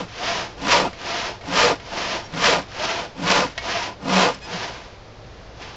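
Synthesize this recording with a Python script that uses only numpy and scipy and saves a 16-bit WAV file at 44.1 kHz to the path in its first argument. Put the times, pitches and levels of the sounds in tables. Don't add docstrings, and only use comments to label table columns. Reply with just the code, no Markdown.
import sys
import numpy as np
from scipy import signal
from scipy.fft import rfft, irfft, next_fast_len
from scipy.io import wavfile
from scipy.ndimage import uniform_filter1d

SR = 44100
rng = np.random.default_rng(int(sys.argv[2]) if len(sys.argv) > 2 else 0)


def generate_wav(sig):
    pcm = np.round(np.clip(np.atleast_2d(sig).T, -1, 1) * 32767).astype(np.int16)
    wavfile.write(sys.argv[1], SR, pcm)


N = 254012
T = np.arange(N) / SR


def from_db(db):
    return 10 ** (np.asarray(db) / 20)


def unit_rms(x):
    return x / np.sqrt(np.mean(x ** 2) + 1e-20)


def drift(rate_hz):
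    knots = rng.standard_normal(2048)
    return unit_rms(np.interp(T * rate_hz, np.arange(len(knots)), knots, period=len(knots)))


def swell(centre_s, half_s):
    return np.cos(np.pi / 2 * np.clip((T - centre_s) / half_s, -1, 1)) ** 2


def colour(x, spectrum):
    hz, db = np.transpose(spectrum)
    size = next_fast_len(N)
    bins_hz = np.maximum(np.fft.rfftfreq(size, 1 / SR), 1)
    gain = from_db(np.interp(np.log(bins_hz), np.log(hz), db))
    return unit_rms(irfft(rfft(x, size) * gain, size)[:N])


def resonate(x, modes):
    out = np.zeros(N)
    for k, (hz, width_hz, db) in enumerate(modes):
        r = np.exp(-np.pi * width_hz / SR)
        mode = signal.lfilter([1, 0, -1], [1, -2 * r * np.cos(2 * np.pi * hz / SR), r * r], x)
        out += (-1) ** k * from_db(db) * (1 - r * r) / 2 * mode
    return unit_rms(out)


def ring(clicks, hz, t60_s):
    r, w = np.exp(-np.log(1000) / (t60_s * SR)), 2 * np.pi * hz / SR
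    return signal.lfilter([0, np.sin(w)], [1, -2 * r * np.cos(w), r * r], clicks + 1e-18)


# (frequency [Hz], relative density [dB])
AIR_SPECTRUM = [(22, -12), (55, -5.5), (80, -12), (112, -3), (140, -12.5), (270, -18), (460, -14.5),
                (680, -16.5), (960, -21), (2000, -27), (5000, -31.5), (6400, -38), (7400, -47.5),
                (8100, -71)]
# (frequency [Hz], rms level [dB])
HUM_TONES = [(58.5, -55), (102.3, -59)]


def background(air_db):
    air = from_db(air_db + 0.49 * drift(6.2)) * colour(rng.standard_normal(N), AIR_SPECTRUM)
    hum = np.zeros(N)
    for hz, db in HUM_TONES:
        amplitude = np.sqrt(2) * from_db(db + 2.6 * drift(8.3))
        hum += amplitude * np.sin(2 * np.pi * hz * T + .7 * drift(7))
    return air + hum


def stroke_motion(strokes, shapes, teeth_per_stroke, floor_hz, turn_s=.009):
    rate_hz, gains = np.zeros(N), np.zeros((len(shapes), N))
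    for start_s, rise_s, hold_s, fall_s, sag_db, *levels_db in strokes:
        length_s = rise_s + hold_s + fall_s
        during = (T > start_s) & (T < start_s + length_s)
        t = T[during] - start_s
        arch = 8 / np.pi * np.sqrt(abs(t * (length_s - t))) / length_s
        rate_hz[during] = teeth_per_stroke / length_s * arch
        for gain, db, shape in zip(gains, levels_db, shapes):
            attack_share, attack_db, sag_share, extra_s, release_db = shape
            corners_s = [0, attack_share * rise_s, rise_s + hold_s + extra_s, length_s]
            drops_db = [attack_db, 0, sag_share * sag_db, sag_share * sag_db + release_db]
            gain[during] += from_db(db - np.interp(t, np.maximum.accumulate(corners_s), drops_db))
    return np.maximum(rate_hz, floor_hz), uniform_filter1d(gains, size=round(turn_s * SR))


def teeth(rate_hz, wobble, uneven_db, set_db, tear_db, snaps_per_s, snap_spread_db):
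    travel = np.cumsum(rate_hz * (1 + wobble * drift(140) + wobble * drift(22))) / SR
    tooth = travel.astype(int)
    bite = from_db(uneven_db * rng.standard_normal(N)[tooth] + set_db * (-1) ** (tooth % 2))
    strikes = np.diff(tooth, prepend=0) * bite / np.sqrt(rate_hz)
    sizes = from_db(snap_spread_db * np.minimum(rng.exponential(1, N), 4)) * rng.choice([-1, 1], N)
    snapping = rng.random(N) < snaps_per_s / SR
    snaps = sizes * snapping * bite * np.exp(-(travel % 1))
    return unit_rms(strikes - strikes.mean()), from_db(tear_db) * unit_rms(snaps)


def disperse(x, lag_at_1khz_s):
    size = next_fast_len(N)
    phase = 4 * np.pi * lag_at_1khz_s * np.sqrt(1000 * np.fft.rfftfreq(size, 1 / SR))
    return irfft(rfft(x, size) * np.exp(-1j * phase), size)[:N]


# (start [s], rise [s], hold [s], fall [s], sag [dB], then relative levels:
# rasp [dB], slab ring [dB], judder [dB])
PUSH_STROKES = [(-.29, .16, 0.095, .14, 6.5, -21, -23.5, -33.5),
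                (.565, 0.16, 0.099, .13, 10.5, -16, -19, -31.5),
                (1.415, .18, 0.093, 0.11, 5.5, -16.5, -19, -34.5),
                (2.3, .16, .085, 0.13, 8.5, -14.5, -19.5, -33),
                (3.15, .155, 0.1, .14, 3, -18.5, -20.5, -30.5), (3.995, .15, 0.11, .14, 2, -20, -18.5, -31)]
# (attack [share of rise], attack depth [dB], sag [share], extra hold [s], release depth [dB])
PUSH_ENVELOPES = [(0.99, 34.5, 1.0, 0.0017, 29.5), (1.07, 25.5, 0.13, 0.035, 46.5),
                  (0.4, 22.5, -0.021, 0.054, 26)]
# (frequency [Hz], relative density [dB])
CUT_SPECTRUM = [(200, -10.5), (600, -15.5), (1100, 2.5), (1600, 0.5), (2300, 0), (3050, -1), (3700, -4),
                (4800, -4.5), (5600, -5.5), (6500, -12), (7400, -15), (8200, -41.5)]
# (frequency [Hz], width [Hz], push weight [dB], pull weight [dB])
SLAB_MODES = [(177, 68, -20.5, -3.5), (360, 98, -5.5, 3.5), (483, 86, -0.5, -0.5), (594, 36, 1.5, 5),
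              (680, 75, -1, 1.5), (862, 69, 0.5, 7), (987, 63, -3.5, 0.5), (1127, 29, -12.5, -5.5),
              (1209, 28, -3.5, -8.5), (1450, 51, -14, 3.5), (2557, 60, -14, -20)]
# (frequency [Hz], width [Hz], weight [dB])
BENDING_MODES = [(161, 38, -8), (189.8, 15.6, -2), (276, 24.5, -1.5)]


def pushes():
    rate_hz, (rasp, wood, judder) = stroke_motion(PUSH_STROKES, PUSH_ENVELOPES,
                                                  teeth_per_stroke=180, floor_hz=200.4)
    strikes, snaps = teeth(rate_hz, wobble=.025, uneven_db=1.5, set_db=0.3,
                           tear_db=5.5, snaps_per_s=16000, snap_spread_db=1.5)
    grain = from_db(0.84 * drift(60))
    modes = [(hz, width_hz, db) for hz, width_hz, db, _ in SLAB_MODES]
    slab = from_db(-0.48) * resonate(strikes + from_db(1.0) * snaps, modes)
    cutting = from_db(1.5) * colour(from_db(-2.5) * strikes + snaps, CUT_SPECTRUM)
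    cutting = disperse(cutting, lag_at_1khz_s=.006)
    bending = from_db(1.5) * resonate(from_db(-5) * strikes + snaps, BENDING_MODES)
    return grain * (rasp * cutting + wood * slab + judder * bending)


# (start [s], rise [s], hold [s], fall [s], sag [dB], relative rasp [dB], relative ring [dB])
PULL_STROKES = [(.08, .2, .12, 0.16, 2.5, -25, -28), (.94, 0.15, .18, 0.13, 1, -27.5, -30.5),
                (1.8, .185, .15, .175, -1.5, -28.5, -29), (2.68, .16, .16, .14, 5, -25.5, -27.5),
                (3.55, .15, .155, .1, 2, -26.5, -29), (4.4, 0.13, .11, .33, -0.5, -31.5, -32),
                (5.55, 0.074, .13, 0.34, 7.5, -38, -40)]
# (attack [share of rise], attack depth [dB], sag [share], extra hold [s], release depth [dB])
PULL_ENVELOPES = [(1.0, 21, 0.98, 0.0016, 25.2), (0.76, 26.4, 0.46, .04, 24)]
# (frequency [Hz], relative density [dB])
SKATE_SPECTRUM = [(200, -15.5), (600, 0), (1100, 2), (1600, 1.5), (2300, 0), (3050, 0), (3900, -3.5),
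                  (5200, -3.5), (6300, -9.5), (7200, -16), (8200, -52)]


def pulls():
    rate_hz, (rasp, wood) = stroke_motion(PULL_STROKES, PULL_ENVELOPES,
                                          teeth_per_stroke=250, floor_hz=300)
    strikes, snaps = teeth(rate_hz, wobble=.03, uneven_db=0.5, set_db=0.0,
                           tear_db=8.0, snaps_per_s=22000, snap_spread_db=1.6)
    grain = from_db(0.74 * drift(60))
    modes = [(hz, width_hz, db) for hz, width_hz, _, db in SLAB_MODES]
    slab = from_db(-1.5) * resonate(strikes + snaps, modes)
    skating = from_db(0.98) * colour(from_db(-5.5) * strikes + snaps, SKATE_SPECTRUM)
    return grain * (rasp * skating + wood * slab)


# (centre [s], half length [s], pitch [Hz], top rms level [dB])
CHATTER_TONES = [(0.216, 0.04, 696, -31.5), (.30, 0.05, 670, -28), (0.754, 0.037, 983, -17),
                 (1.523, 0.05, 175, -37.5), (1.655, 0.036, 495, -18.5), (2.357, 0.057, 163, -35),
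                 (2.491, 0.02, 489, -18.5), (2.815, 0.031, 650, -31), (3.242, 0.037, 162.2, -25.5),
                 (3.308, 0.062, 187.7, -31), (3.407, 0.14, 192, -39), (3.761, 0.029, 686, -26),
                 (3.822, .025, 999, -29), (3.899, 0.05, 1000, -38), (4.169, 0.087, 187, -20.5),
                 (4.17, .02, 2535, -26), (4.259, .025, 488.7, -19.5), (4.55, 0.032, 175.7, -30.5)]


def groans(waver):
    wavering_s = np.cumsum(1 + waver * drift(40)) / SR
    return np.sqrt(2) * sum(from_db(db) * swell(centre_s, half_s) * np.sin(2 * np.pi * hz * wavering_s)
                            for centre_s, half_s, hz, db in CHATTER_TONES)


# (time [s], relative level [dB])
KERF_HITS = [(0.9303, -26.5), (1.4097, -29), (1.7986, -26.5), (2.3375, -24), (3.5779, -11.5)]
# (frequency [Hz], weight [dB], t60 [s])
BLADE_MODES = [(673, -1, .09), (1360, -8, 0.071), (1900, -4, 0.12), (2210, -4.5, 0.28), (2150, -7.5, .14),
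               (2880, -3, .08), (3230, -4.5, 0.087), (4086, -8, 0.092), (4570, -15, 0.072),
               (5130, -9.5, 0.039), (5540, -19, 0.07)]


def knocks(ring_db, crack_db, crack_decay_s):
    clicks = np.zeros(N)
    for time_s, db in KERF_HITS:
        clicks[round(time_s * SR)] = from_db(db)
    steel = sum((-1) ** k * from_db(db) * ring(clicks, hz, t60_s)
                for k, (hz, db, t60_s) in enumerate(BLADE_MODES))
    decay = signal.lfilter([1], [1, -np.exp(-1 / (crack_decay_s * SR))], clicks + 1e-18)
    crack = decay * colour(rng.standard_normal(N), CUT_SPECTRUM)
    return from_db(ring_db) * steel + from_db(crack_db) * crack


# (centre [s], half length [s], slip rate [Hz], top rms level [dB], steel resonance [Hz])
BLADE_SLIPS = [(2.255, 0.032, 797, -43.5, 5580), (4.347, 0.0078, 872, -35.5, 5280),
               (4.435, 0.034, 840, -42, 2530), (4.447, 0.038, 846, -41.5, 5060)]


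def squeaks(waver, width_hz, overtone_floor_db):
    out = np.zeros(N)
    harmonic = np.arange(2, 10)[:, None]
    for centre_s, half_s, hz, db, steel_hz in BLADE_SLIPS:
        during = abs(T - centre_s) < half_s
        phase = 2 * np.pi * np.cumsum(hz * (1 + waver * drift(180)[during])) / SR
        resonance = 1 / (1 + ((harmonic * hz - steel_hz) / width_hz) ** 2)
        weights = from_db(overtone_floor_db) * 2 / np.sqrt(harmonic) + resonance
        offsets = 2 * np.pi * rng.random(harmonic.shape)
        slips = np.sum(weights * np.sin(harmonic * phase + offsets), axis=0)
        out[during] += from_db(db) * unit_rms(slips) * swell(centre_s, half_s)[during]
    return out


# (delay [s], gain [dB])
REFLECTIONS = [(.0042, -31), (.0057, -21), (0.028, -27.5), (0.06, -26.5), (.094, -36)]


def outdoors(x):
    dull = signal.sosfilt(signal.butter(1, 3000, fs=SR, output="sos"), x)
    return x + sum(from_db(db) * np.interp(T - delay_s, T, dull, left=0) for delay_s, db in REFLECTIONS)


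def scene():
    wood = pushes() + pulls() + groans(waver=0.0192)
    steel = knocks(ring_db=-14.0, crack_db=-13.0, crack_decay_s=0.011)
    steel += squeaks(waver=0.0056, width_hz=310, overtone_floor_db=-11.5)
    return np.tile(outdoors(wood + steel) + background(air_db=-41.5), (2, 1))


def record(dry):
    ceiling, cutoff_hz = .85, 8100
    rounded = dry / (1 + (dry / ceiling) ** 4) ** .25
    return signal.sosfilt(signal.ellip(12, .1, 90, cutoff_hz, fs=SR, output="sos"), rounded)


dry = scene()
out = record(dry)
generate_wav(out)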